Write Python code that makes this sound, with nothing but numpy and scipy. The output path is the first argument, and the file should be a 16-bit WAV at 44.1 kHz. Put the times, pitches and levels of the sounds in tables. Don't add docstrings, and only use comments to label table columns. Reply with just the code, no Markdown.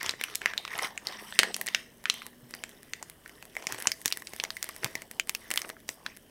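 import sys
import numpy as np
from scipy import signal
from scipy.fft import rfft, irfft
from scipy.io import wavfile
from scipy.ndimage import uniform_filter1d

SR = 44100
rng = np.random.default_rng(int(sys.argv[2]) if len(sys.argv) > 2 else 0)


def unload_audio(sound):
    columns = np.transpose(np.atleast_2d(sound))
    steps = np.round(np.clip(columns, -1, 1) * 32767)
    wavfile.write(sys.argv[1], SR, steps.astype(np.int16))


N = 277830


def amp(db):
    return 10 ** (np.asarray(db) / 20)


def unit(x):
    return x / np.sqrt(np.mean(x ** 2) + 1e-20)


def read(points, hz):
    f, value = np.transpose(points)
    return np.interp(np.log(hz + 1), np.log(f + 1), value)


def add(mix, s, sound):
    part = mix[max(0, round(s * SR)):][:len(sound)]
    part += sound[:len(part)]


def colour(x, points):
    gain = amp(read(points, np.fft.rfftfreq(len(x), 1 / SR)))
    return unit(irfft(rfft(x) * gain, len(x)))


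def lumpy(depth_db, per_s=45):
    steps = np.arange(N) / SR * per_s
    swell = np.interp(steps, np.arange(1000), rng.standard_normal(1000))
    return unit(amp(depth_db * swell))


def causal(gain):
    cepstrum = irfft(np.log(gain + 1e-5))
    half = len(cepstrum) // 2
    cepstrum[1:half] *= 2
    cepstrum[half + 1:] = 0
    return irfft(np.exp(rfft(cepstrum)))


def grains(per_s, spread_db, low_hz, high_hz, cycles, count=24):
    out, t = np.zeros(N), np.arange(400) / SR
    train = (rng.random(N) < per_s / SR) * rng.choice([-1, 1], N)
    train = train * amp(spread_db * np.minimum(rng.exponential(1, N), 4))
    kind = rng.integers(0, count, N)
    for k, hz in enumerate(np.geomspace(low_hz, high_hz, count)):
        age = t * hz / cycles
        tick = hz * age * np.exp(-2 * age) * np.sin(2 * np.pi * hz * t)
        out += signal.oaconvolve(train * (kind == k), tick)[:N]
    return unit(out)


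# (frequency [Hz], relative level [dB])
AIR_SPECTRUM = [(12, -29.5), (20, 0.5), (88, 0), (216, 2), (399, 0), (624, -5), (849, -19), (1220, -19.5),
                (1710, -9), (2530, -26), (2990, -9.5), (4060, -24), (11800, -23), (13900, -15.5),
                (16000, -24)]
AIR_DB = -59
# (time [s], pitch [Hz], level [dB], level of the lower tone [dB])
HUM_DRIFT = [(0, 209, -80, -77), (1.1, 207, -67, -82), (1.45, 226, -54.5, -55), (1.8, 234.6, -67, -69.5),
             (2.45, 239.5, -60, -88.5), (3.1, 234, -75, -94.5), (6.3, 222.8, -67.5, -91)]


def air(lower_hz=189, waver_db=2.0):
    t = np.arange(N) / SR
    s, *columns = np.transpose(HUM_DRIFT)
    hz, db, lower_db = (np.interp(t, s, c) for c in columns)
    wander = lumpy(depth_db=.14, per_s=25)
    upper = amp(db) * np.sin(2 * np.pi * np.cumsum(hz * wander) / SR)
    lower = amp(lower_db) * np.sin(2 * np.pi * lower_hz * t)
    hum = np.sqrt(2) * (upper + lower) * lumpy(waver_db, per_s=12)
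    return amp(AIR_DB) * colour(rng.standard_normal(N), AIR_SPECTRUM) + hum


# (frequency [Hz], time to fall 60 dB [s])
KITCHEN_DECAY = [(200, 0.17), (1500, 0.32), (4000, 0.39), (8000, 0.32), (15000, 0.27)]


def kitchen(x, build_s=0.0078):
    hz, t, z = signal.stft(rng.standard_normal(SR // 2), SR, nperseg=256)
    decay = amp(-60 * t / read(KITCHEN_DECAY, hz)[:, None])
    tail = signal.istft(z * decay, SR, nperseg=256)[1]
    tail *= 1 - np.exp(-np.arange(len(tail)) / SR / build_s)
    return signal.fftconvolve(x, tail / np.linalg.norm(tail))[:N]


# (frequency [Hz], width [Hz], level over the plain path [dB])
HOLLOW_MODES = [(1885, 400, -5.5), (3050, 360, -9.5), (3620, 370, -5.5), (5500, 480, -11.5),
                (8030, 260, -9)]


def hollow(x):
    f = np.fft.rfftfreq(len(x), 1 / SR)
    gain = 1 + sum(amp(db) / (1 + 2j * (f - hz) / width) for hz, width, db in HOLLOW_MODES)
    return irfft(rfft(x) * gain, len(x))


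# (frequency [Hz], relative level [dB], time to fall 60 dB [s])
TIN_MODES = [(226, -56.5, .25), (390, -62, .1), (653, -42.5, 0.5), (753, -52.5, .1), (1910, -52.5, 0.023),
             (3050, -39, 0.08), (4424, -54.5, .06)]


def tin(x):
    t = np.arange(SR) / SR
    ring = sum(amp(db - 60 * t / t60) * np.sin(2 * np.pi * hz * t) for hz, db, t60 in TIN_MODES)
    return amp(-13.5) * signal.fftconvolve(x, ring)[:N]


# (start [s], time to release [s], squelch of cream [dB], rustle of film [dB], fizz of foam [dB])
HAND_SQUEEZES = [(0.0, 0.038, -55, -41, -59), (0.033, .06, -46.5, -38, -55),
                 (0.188, 0.15, -59.5, -47.5, -63), (0.404, .11, -59, -47, -66), (0.55, 0.23, -64, -54, -68),
                 (0.7, 0.15, -47.5, -43.5, -57), (0.811, 0.038, -41.5, -33.5, -45.5),
                 (0.9, 0.21, -54.5, -65, -72), (1.046, .11, -50.5, -47.5, -61), (1.18, 0.19, -58, -49, -55),
                 (1.39, 0.12, -51, -49, -67), (1.53, .11, -55.5, -61, -57), (1.657, 0.15, -65, -51, -60),
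                 (2.067, 0.19, -60.5, -53, -62.5), (2.488, 0.25, -64, -62, -66.5),
                 (2.75, .36, -68.5, -66, -71), (3.228, 0.32, -69, -64, -69.5), (3.561, 0.15, -56, -55, -60),
                 (3.682, 0.07, -46, -44, -54), (3.771, 0.13, -53, -48, -54.5),
                 (3.916, 0.11, -71, -63, -58.5), (4.04, 0.16, -65, -55.5, -56), (4.24, 0.15, -76, -61, -59),
                 (4.376, 0.084, -59, -59, -61), (4.501, 0.12, -67, -62, -58.5),
                 (4.615, .19, -60.5, -55, -60), (4.818, 0.036, -44.5, -44.5, -55),
                 (4.892, 0.13, -58.5, -56, -60.5), (5.099, .07, -60, -67, -65),
                 (5.271, 0.21, -62.5, -55.5, -61.5), (5.499, 0.048, -51.5, -50, -57),
                 (5.56, 0.042, -59, -50, -49.5), (5.628, 0.072, -52.5, -57, -57),
                 (5.874, 0.039, -59, -59.5, -50), (6.042, 0.077, -58.5, -57.5, -70)]
# (squelch [dB], rustle [dB], fizz [dB])
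RESTING_GRIP = (-67, -69.5, -69)
SQUEEZE_ATTACK_S, SQUEEZE_RELEASE_S = 0.011, 0.026


def squeeze():
    t = np.arange(N) / SR
    power = np.outer(amp(RESTING_GRIP) ** 2, np.ones(N))
    for start, hold, *db in HAND_SQUEEZES:
        rise = np.clip((t - start) / SQUEEZE_ATTACK_S, 0, 1)
        release = np.exp(-np.clip((t - start - hold) / SQUEEZE_RELEASE_S, 0, 20))
        power += np.outer(amp(db), rise * release) ** 2
    return np.sqrt(power)


# (frequency [Hz], relative level [dB])
FIZZ_SPECTRUM = [(2500, -21.5), (5000, -2.5), (6300, -0.5), (7200, -11.5), (8100, 4), (9100, -0.5),
                 (10400, 2), (12200, -4), (14500, 0.5), (16000, -14)]


def fizz(level):
    fine = grains(per_s=8900, spread_db=1.5, low_hz=3000, high_hz=16000, cycles=2.7)
    fine = colour(fine, FIZZ_SPECTRUM)
    pricks = grains(per_s=460, spread_db=3.0, low_hz=3000, high_hz=14000, cycles=.8)
    pricks = colour(pricks, FIZZ_SPECTRUM)
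    return level * (amp(-2.0) * fine + amp(-0.5) * pricks)


# (frequency [Hz], relative level [dB])
SQUELCH_SPECTRUM = [(100, -18), (220, -12.5), (390, 2.5), (520, -2), (720, 0.5), (950, -1), (1300, -6.5),
                    (2500, -19)]


def squelch(level):
    pops = grains(per_s=830, spread_db=3, low_hz=240, high_hz=1550, cycles=1.5)
    return level * lumpy(depth_db=3.5) * colour(pops, SQUELCH_SPECTRUM)


# (frequency [Hz], relative level [dB])
RUSTLE_SPECTRUM = [(250, -35), (700, -8.5), (1050, 1), (1450, -6.5), (1950, 2.5), (2500, -3), (3100, -4.5),
                   (4600, -12), (5600, -5), (6800, -21), (10500, -22.5), (15000, -35)]


def rustle(level):
    slips = grains(per_s=5300, spread_db=-0.5, low_hz=495, high_hz=13000, cycles=2.5)
    slips = colour(slips, RUSTLE_SPECTRUM)
    crinkles = grains(per_s=220, spread_db=3.5, low_hz=1100, high_hz=7000, cycles=3)
    crinkles = colour(crinkles, RUSTLE_SPECTRUM)
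    return level * lumpy(depth_db=1.5) * unit(hollow(slips + amp(-3.5) * crinkles))


def shifting(x, size=512):
    z = signal.stft(x, SR, nperseg=size)[2]
    patches = rng.standard_normal(z.shape)
    for _ in range(2):
        patches = uniform_filter1d(patches, size=4, axis=0)
        patches = uniform_filter1d(patches, size=11, axis=1)
    gain = unit(amp(2.8 * unit(patches)))
    return signal.istft(z * gain, SR, nperseg=size)[1][:N]


# (time [s], level before the envelope [dB], pitch [Hz], decay constant [s])
SOFT_PLOPS = [(0.06, -49, 85.5, 0.028), (1.388, -43.5, 170.7, 0.011), (2.428, -47, 129.2, 0.027),
              (3.73, -45.5, 114, 0.015), (3.869, -45, 150, 0.007), (4.845, -29.5, 131, 0.0085)]


def plops():
    out, t = np.zeros(N), np.arange(SR // 4) / SR
    for s, db, hz, decay in SOFT_PLOPS:
        envelope = np.exp(-t / decay) * (1 - np.exp(-t / 0.0024))
        add(out, s, amp(db) * np.sin(2 * np.pi * hz * t) * envelope)
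    return out


# (bright edge re peak [dB], energy share [0-1])
RATTLE_SHARE = [(-26.5, 0.43), (-6, 0.17)]


def snap(db, shape, scatter, second_q=2.67, rattle_s=0.0011, linger_s=0.011, linger=0.11,
         edge_low_hz=1500, edge_top_hz=12000, ring_top_hz=12000, push_hz=900, push_low_hz=230, echo=0.12):
    hz, q, second_hz, second_db, edge_db, push_db = shape
    f, t = np.fft.rfftfreq(len(scatter), 1 / SR) + 1, np.arange(len(scatter)) / SR
    first = 1 / (1 + (q * (f / hz - hz / f)) ** 2) ** 2
    second = amp(second_db) ** 2 / (1 + (second_q * (f / second_hz - second_hz / f)) ** 2) ** 2
    ring = (first + second) / (1 + (f / ring_top_hz) ** 6)
    edge = amp(edge_db) ** 2 / (1 + (edge_low_hz / f) ** 2) / (1 + (f / edge_top_hz) ** 2)
    push = amp(push_db) ** 2 / (1 + (f / push_hz) ** 4) / (1 + (push_low_hz / f) ** 2)
    delay_s = 0.000592 * np.exp(0.38 * scatter[0])
    comb = abs(1 + echo * np.exp(-2j * np.pi * f * delay_s))
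    pulse = causal(np.sqrt(ring + edge + push) * comb)
    decay = np.exp(-t / rattle_s) + linger * np.exp(-t / linger_s)
    bounces = scatter * decay * (1 - np.exp(-t / 0.00031))
    rattle = signal.fftconvolve(pulse, bounces)[:len(t)]
    rattle *= np.linalg.norm(pulse) / np.linalg.norm(rattle)
    share = np.interp(edge_db, *np.transpose(RATTLE_SHARE))
    return -amp(db) * (np.sqrt(1 - share) * pulse + np.sqrt(share) * rattle)


# (median pitch [Hz], sharpness Q [1], second resonance [Hz],
# its level re peak [dB], bright edge re peak [dB], low push re peak [dB])
CRACKLE_SHAPE = (1899, 1.5, 4998, -8, -20.5, -12.5)


def crackles(level, count=220, size=2048, top_db=-1, follow=0.87, spread_db=1.0, pitch_spread=0.4):
    out, (hz, *shape) = np.zeros(N), CRACKLE_SHAPE
    starts = rng.integers(0, N, count)
    for at, (loud, high, *scatter) in zip(starts, rng.standard_normal((count, size + 2))):
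        pitch = hz * np.exp(pitch_spread * high)
        sound = snap(top_db + spread_db * loud, (pitch, *shape), np.array(scatter))
        add(out, at / SR, (level[at] / level.max()) ** follow * sound)
    return out


# (time [s], spectral peak [dB])
BUBBLE_TICKS = [(1.5652, -2.5), (1.6629, -9.5), (2.1412, -10), (2.2659, -9), (2.5093, -16.5), (2.55, -13.5),
                (2.6932, -18), (2.8313, -18.5), (3.0989, -12), (3.2785, -20), (3.4537, -18), (3.802, -9.5),
                (3.824, -4), (4.0162, -14), (4.1042, -12), (4.1729, -5), (4.3635, -12), (4.6429, -4.5),
                (4.6905, -5.5), (4.7638, -11.5), (5.113, -8.5), (5.2732, -17), (5.5178, -5), (5.539, -1),
                (5.5598, -2.5), (5.5923, -10), (5.6922, -10), (5.8033, -27), (6.1664, -20.5),
                (6.1715, -16.5)]
# (pitch [Hz], sharpness Q [1], second resonance [Hz],
# its level re peak [dB], bright edge re peak [dB], low push re peak [dB])
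TICK_SHAPE = (10901, 2, 1854, 2.5, -6.5, -7.5)


def ticks(size=2048):
    out = np.zeros(N)
    for (s, db), scatter in zip(BUBBLE_TICKS, rng.standard_normal((len(BUBBLE_TICKS), size))):
        add(out, s, snap(db, TICK_SHAPE, scatter))
    return out


# (time [s], spectral peak [dB], pitch [Hz], sharpness Q [1],
# second resonance [Hz], its level re peak [dB], bright edge re peak [dB], low push re peak [dB])
LOUD_SNAPS = [(0.0131, 2.5, 1760, 1.6, 3510, -21, -52, -27), (0.0306, 3, 2050, 3.5, 5830, -9, -10.5, -8),
              (0.0623, -1.5, 3210, 0.6, 6530, 0, -33, -4), (0.0934, 6, 2760, 0.53, 3980, 4.5, -31, -13),
              (0.1096, -4, 4650, 3.2, 6760, -1, -33, -40), (0.1379, -0.5, 1910, 4.4, 1870, -22, -44, -5),
              (0.2127, 6.5, 2030, 2.2, 3280, -5, -17, -10.5),
              (0.2386, 10.5, 2460, 1.8, 10700, -9, -17.5, -38), (0.2843, -5, 1410, 3.6, 3350, -9, -40, -32),
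              (0.3504, -5.5, 3640, 0.79, 7460, 0, -22, -8), (0.3551, 2, 10070, 0.3, 2090, -1, -34, -15),
              (0.417, 2.5, 1910, 1.6, 8010, -17, -34, -39),
              (0.459, 20, 1540, 1.22, 5700, -16, -29.5, -18.5), (0.536, -3.5, 1810, 0.68, 1740, 8, -25, -6),
              (0.5783, 11, 3430, 1.84, 1960, -14, -23, -43), (0.6512, -0.5, 2670, 0.94, 1120, 3, -35, -12),
              (0.6785, -6, 1470, 0.37, 2120, 7, -28, -22), (0.754, -2, 2770, 2.6, 5190, -13, -43, -2),
              (0.7793, -4.5, 1840, 2, 10900, -1.5, -26, -13), (0.7891, 0, 1880, 0.48, 7100, -2, -31, -14),
              (0.7929, 13.5, 1990, 4.5, 1270, -6, -50, -15.5),
              (0.8458, 11.5, 2090, 6.1, 3220, -9, -38, -17), (0.977, 5.5, 2060, 1.9, 7450, -9, -39, -37),
              (1.0705, 4.5, 2060, 6.2, 4730, 3.5, -16, -11), (1.0865, -4, 4510, 3, 1840, 1, -37, -21),
              (1.3249, 1.5, 1820, 3, 3500, -4.5, -44, -8), (1.3907, 23, 3050, 0.97, 8600, -9, -45, -14.5),
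              (1.3976, 3.5, 1790, 0.21, 1870, 9, -22, 3), (1.4328, 11, 1570, 0.55, 1890, 5, -17, -7),
              (1.544, 3.5, 5640, 1.4, 2800, 3.5, -22, -14),
              (1.6133, 12, 1950, 4.7, 12500, -10.5, -18.5, -18),
              (1.6688, 0.5, 7560, 1.7, 2300, 0.5, -16, -36),
              (1.6778, 10.5, 2010, 4.6, 4130, -9.5, -43, -19), (1.6861, 5.5, 2590, 1.5, 5860, -9, -19, -11),
              (1.7477, 17, 2230, 1.12, 5300, -6.5, -26, -21.5),
              (2.0407, -6, 1834, 3.3, 980, -4, -14.5, -13), (2.056, 8.5, 2210, 1.12, 1340, 2, -50, -36),
              (2.0992, 14.5, 3420, 0.87, 1240, -8, -25, -43), (2.2194, -5, 2000, 1.2, 1330, 4.5, -37, -25),
              (2.539, 0, 1820, 1.7, 5100, -5.5, -27, -6), (2.638, 2.5, 1990, 1.05, 7690, -7.5, -18, -8),
              (2.9352, 2, 2340, 0.81, 6400, -5, -19, -37), (3.0272, -7, 6900, 1.15, 1650, 7.5, -44, 3.5),
              (3.2603, -5, 1690, 1.8, 5400, -21, -32, -22.5), (3.295, -10.5, 1940, 1.9, 5560, -11, -17, -9),
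              (3.4263, -6, 2090, 1.8, 840, -3, -14.5, -37), (3.5534, -10, 2120, 1.7, 7000, -10, -15, -9),
              (3.567, 9.5, 2160, 3.7, 694, 0, -24.5, -29.5), (3.6244, -8.5, 2020, 1.1, 6200, -6, -29, -6),
              (3.6697, 4, 5900, 1.7, 2310, 4.5, -18, -6), (3.7237, 2, 1860, 2.1, 6350, -3.5, -9.5, -10),
              (3.746, 7, 994, 3.8, 1790, -7, -22, -18), (3.7863, -5.5, 1870, 1.7, 8740, -6, -17, -3),
              (3.8564, 5, 963, 2.7, 1760, 1, -43, -24), (3.8718, 10, 2300, 0.65, 6350, 7, -31, -2),
              (3.918, 12, 5050, 4, 2120, -6, -18.5, -30), (4.0526, -10, 2300, 1.1, 5910, -9, -21, -11),
              (4.0583, 13, 1800, 5.5, 6100, -2.5, -6, -10), (4.0795, 1, 5240, 0.7, 2000, -2, -13, -35),
              (4.114, -3, 2440, 1.4, 1340, -17, -31, -18), (4.1246, 10, 2900, 1.4, 4730, -1.5, -14, -40),
              (4.2218, -1, 1070, 6, 1910, -1.5, -19, -15), (4.2715, -7, 4930, 0.92, 2400, 3, -29, -37),
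              (4.3354, 0, 2090, 3.3, 5450, -13, -15, -6), (4.3999, 7, 2420, 1.3, 3970, -2.5, -28, -15),
              (4.4385, 3.5, 1350, 0.4, 6400, 1, -10.5, -9), (4.4504, -1, 2210, 1.9, 4720, -3, -24, -8),
              (4.5047, -3, 1700, 0.82, 4120, 7.5, -14, -23), (4.568, 6.5, 2000, 4.9, 5090, -20, -22, -38),
              (4.628, 0, 6350, 0.9, 1970, -1, -4.5, -20), (4.6934, -0.5, 1190, 4.6, 1890, 4, -26, -31),
              (4.8333, -5.5, 990, 0.62, 1890, 8, -19, -1), (4.8453, 9.5, 2130, 1.6, 6120, -5, -9, -11),
              (4.8608, 3, 2090, 3.8, 3810, -20, -45, 1), (4.954, 9.5, 2000, 3.8, 5900, -10.5, -18.5, -12),
              (5.02, 0.5, 2100, 5, 7770, -14, -18, -12), (5.1979, 13.5, 2510, 1.6, 6800, -10.5, -19, -20.5),
              (5.2949, 3.5, 2370, 0.84, 7210, -2, -2, -34), (5.3499, 8, 2550, 5.3, 5300, -7, -11.5, -33),
              (5.505, 2, 1950, 2.9, 9170, -7, -11, -8), (5.5138, 8.5, 2260, 1.8, 8000, -6, -13, -10.5),
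              (5.5755, 11.5, 3070, 1.26, 1460, -4, -12.5, -29),
              (5.618, 2.5, 1680, 1.8, 5500, -2.5, -14, -35), (5.6478, -0.5, 1465, 2.1, 2265, -8, -45, -7.5),
              (5.7002, -2.5, 1050, 0.39, 1610, -4, -15, -4), (5.7671, -10, 1340, 4.2, 1690, -3.5, -46, -10),
              (5.891, 4.5, 2320, 1.75, 5820, -0.5, -12.5, -7),
              (6.0634, 4.5, 1925, 0.84, 4050, -6, -28, -19.5)]


def snaps(size=2048):
    out = np.zeros(N)
    for (s, db, *shape), scatter in zip(LOUD_SNAPS, rng.standard_normal((len(LOUD_SNAPS), size))):
        add(out, s, snap(db, shape, scatter))
    return out


# (time [s], relative level [dB])
ROOM_FEED = [(0, -10.5), (1.8, -12.5), (3.7, -13), (4.1, -23.5), (4.9, -10.5), (5.2, -37), (5.9, -22)]


def scene():
    cream, film, foam = squeeze()
    direct = snaps() + ticks() + crackles(film)
    send = direct * amp(np.interp(np.arange(N) / SR, *np.transpose(ROOM_FEED)))
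    close = direct + plops()
    room = amp(-7.5) * kitchen(hollow(send))
    around = shifting(room + rustle(film) + squelch(cream) + fizz(foam))
    return (close + tin(close) + around + air())[None]


CUT_HZ = 16100


def record(dry):
    steep = signal.firwin(255, CUT_HZ, window=("kaiser", 8), fs=SR)
    return signal.oaconvolve(np.clip(dry, -1, 1), steep[None], "same")


dry = scene()
out = record(dry)
unload_audio(out)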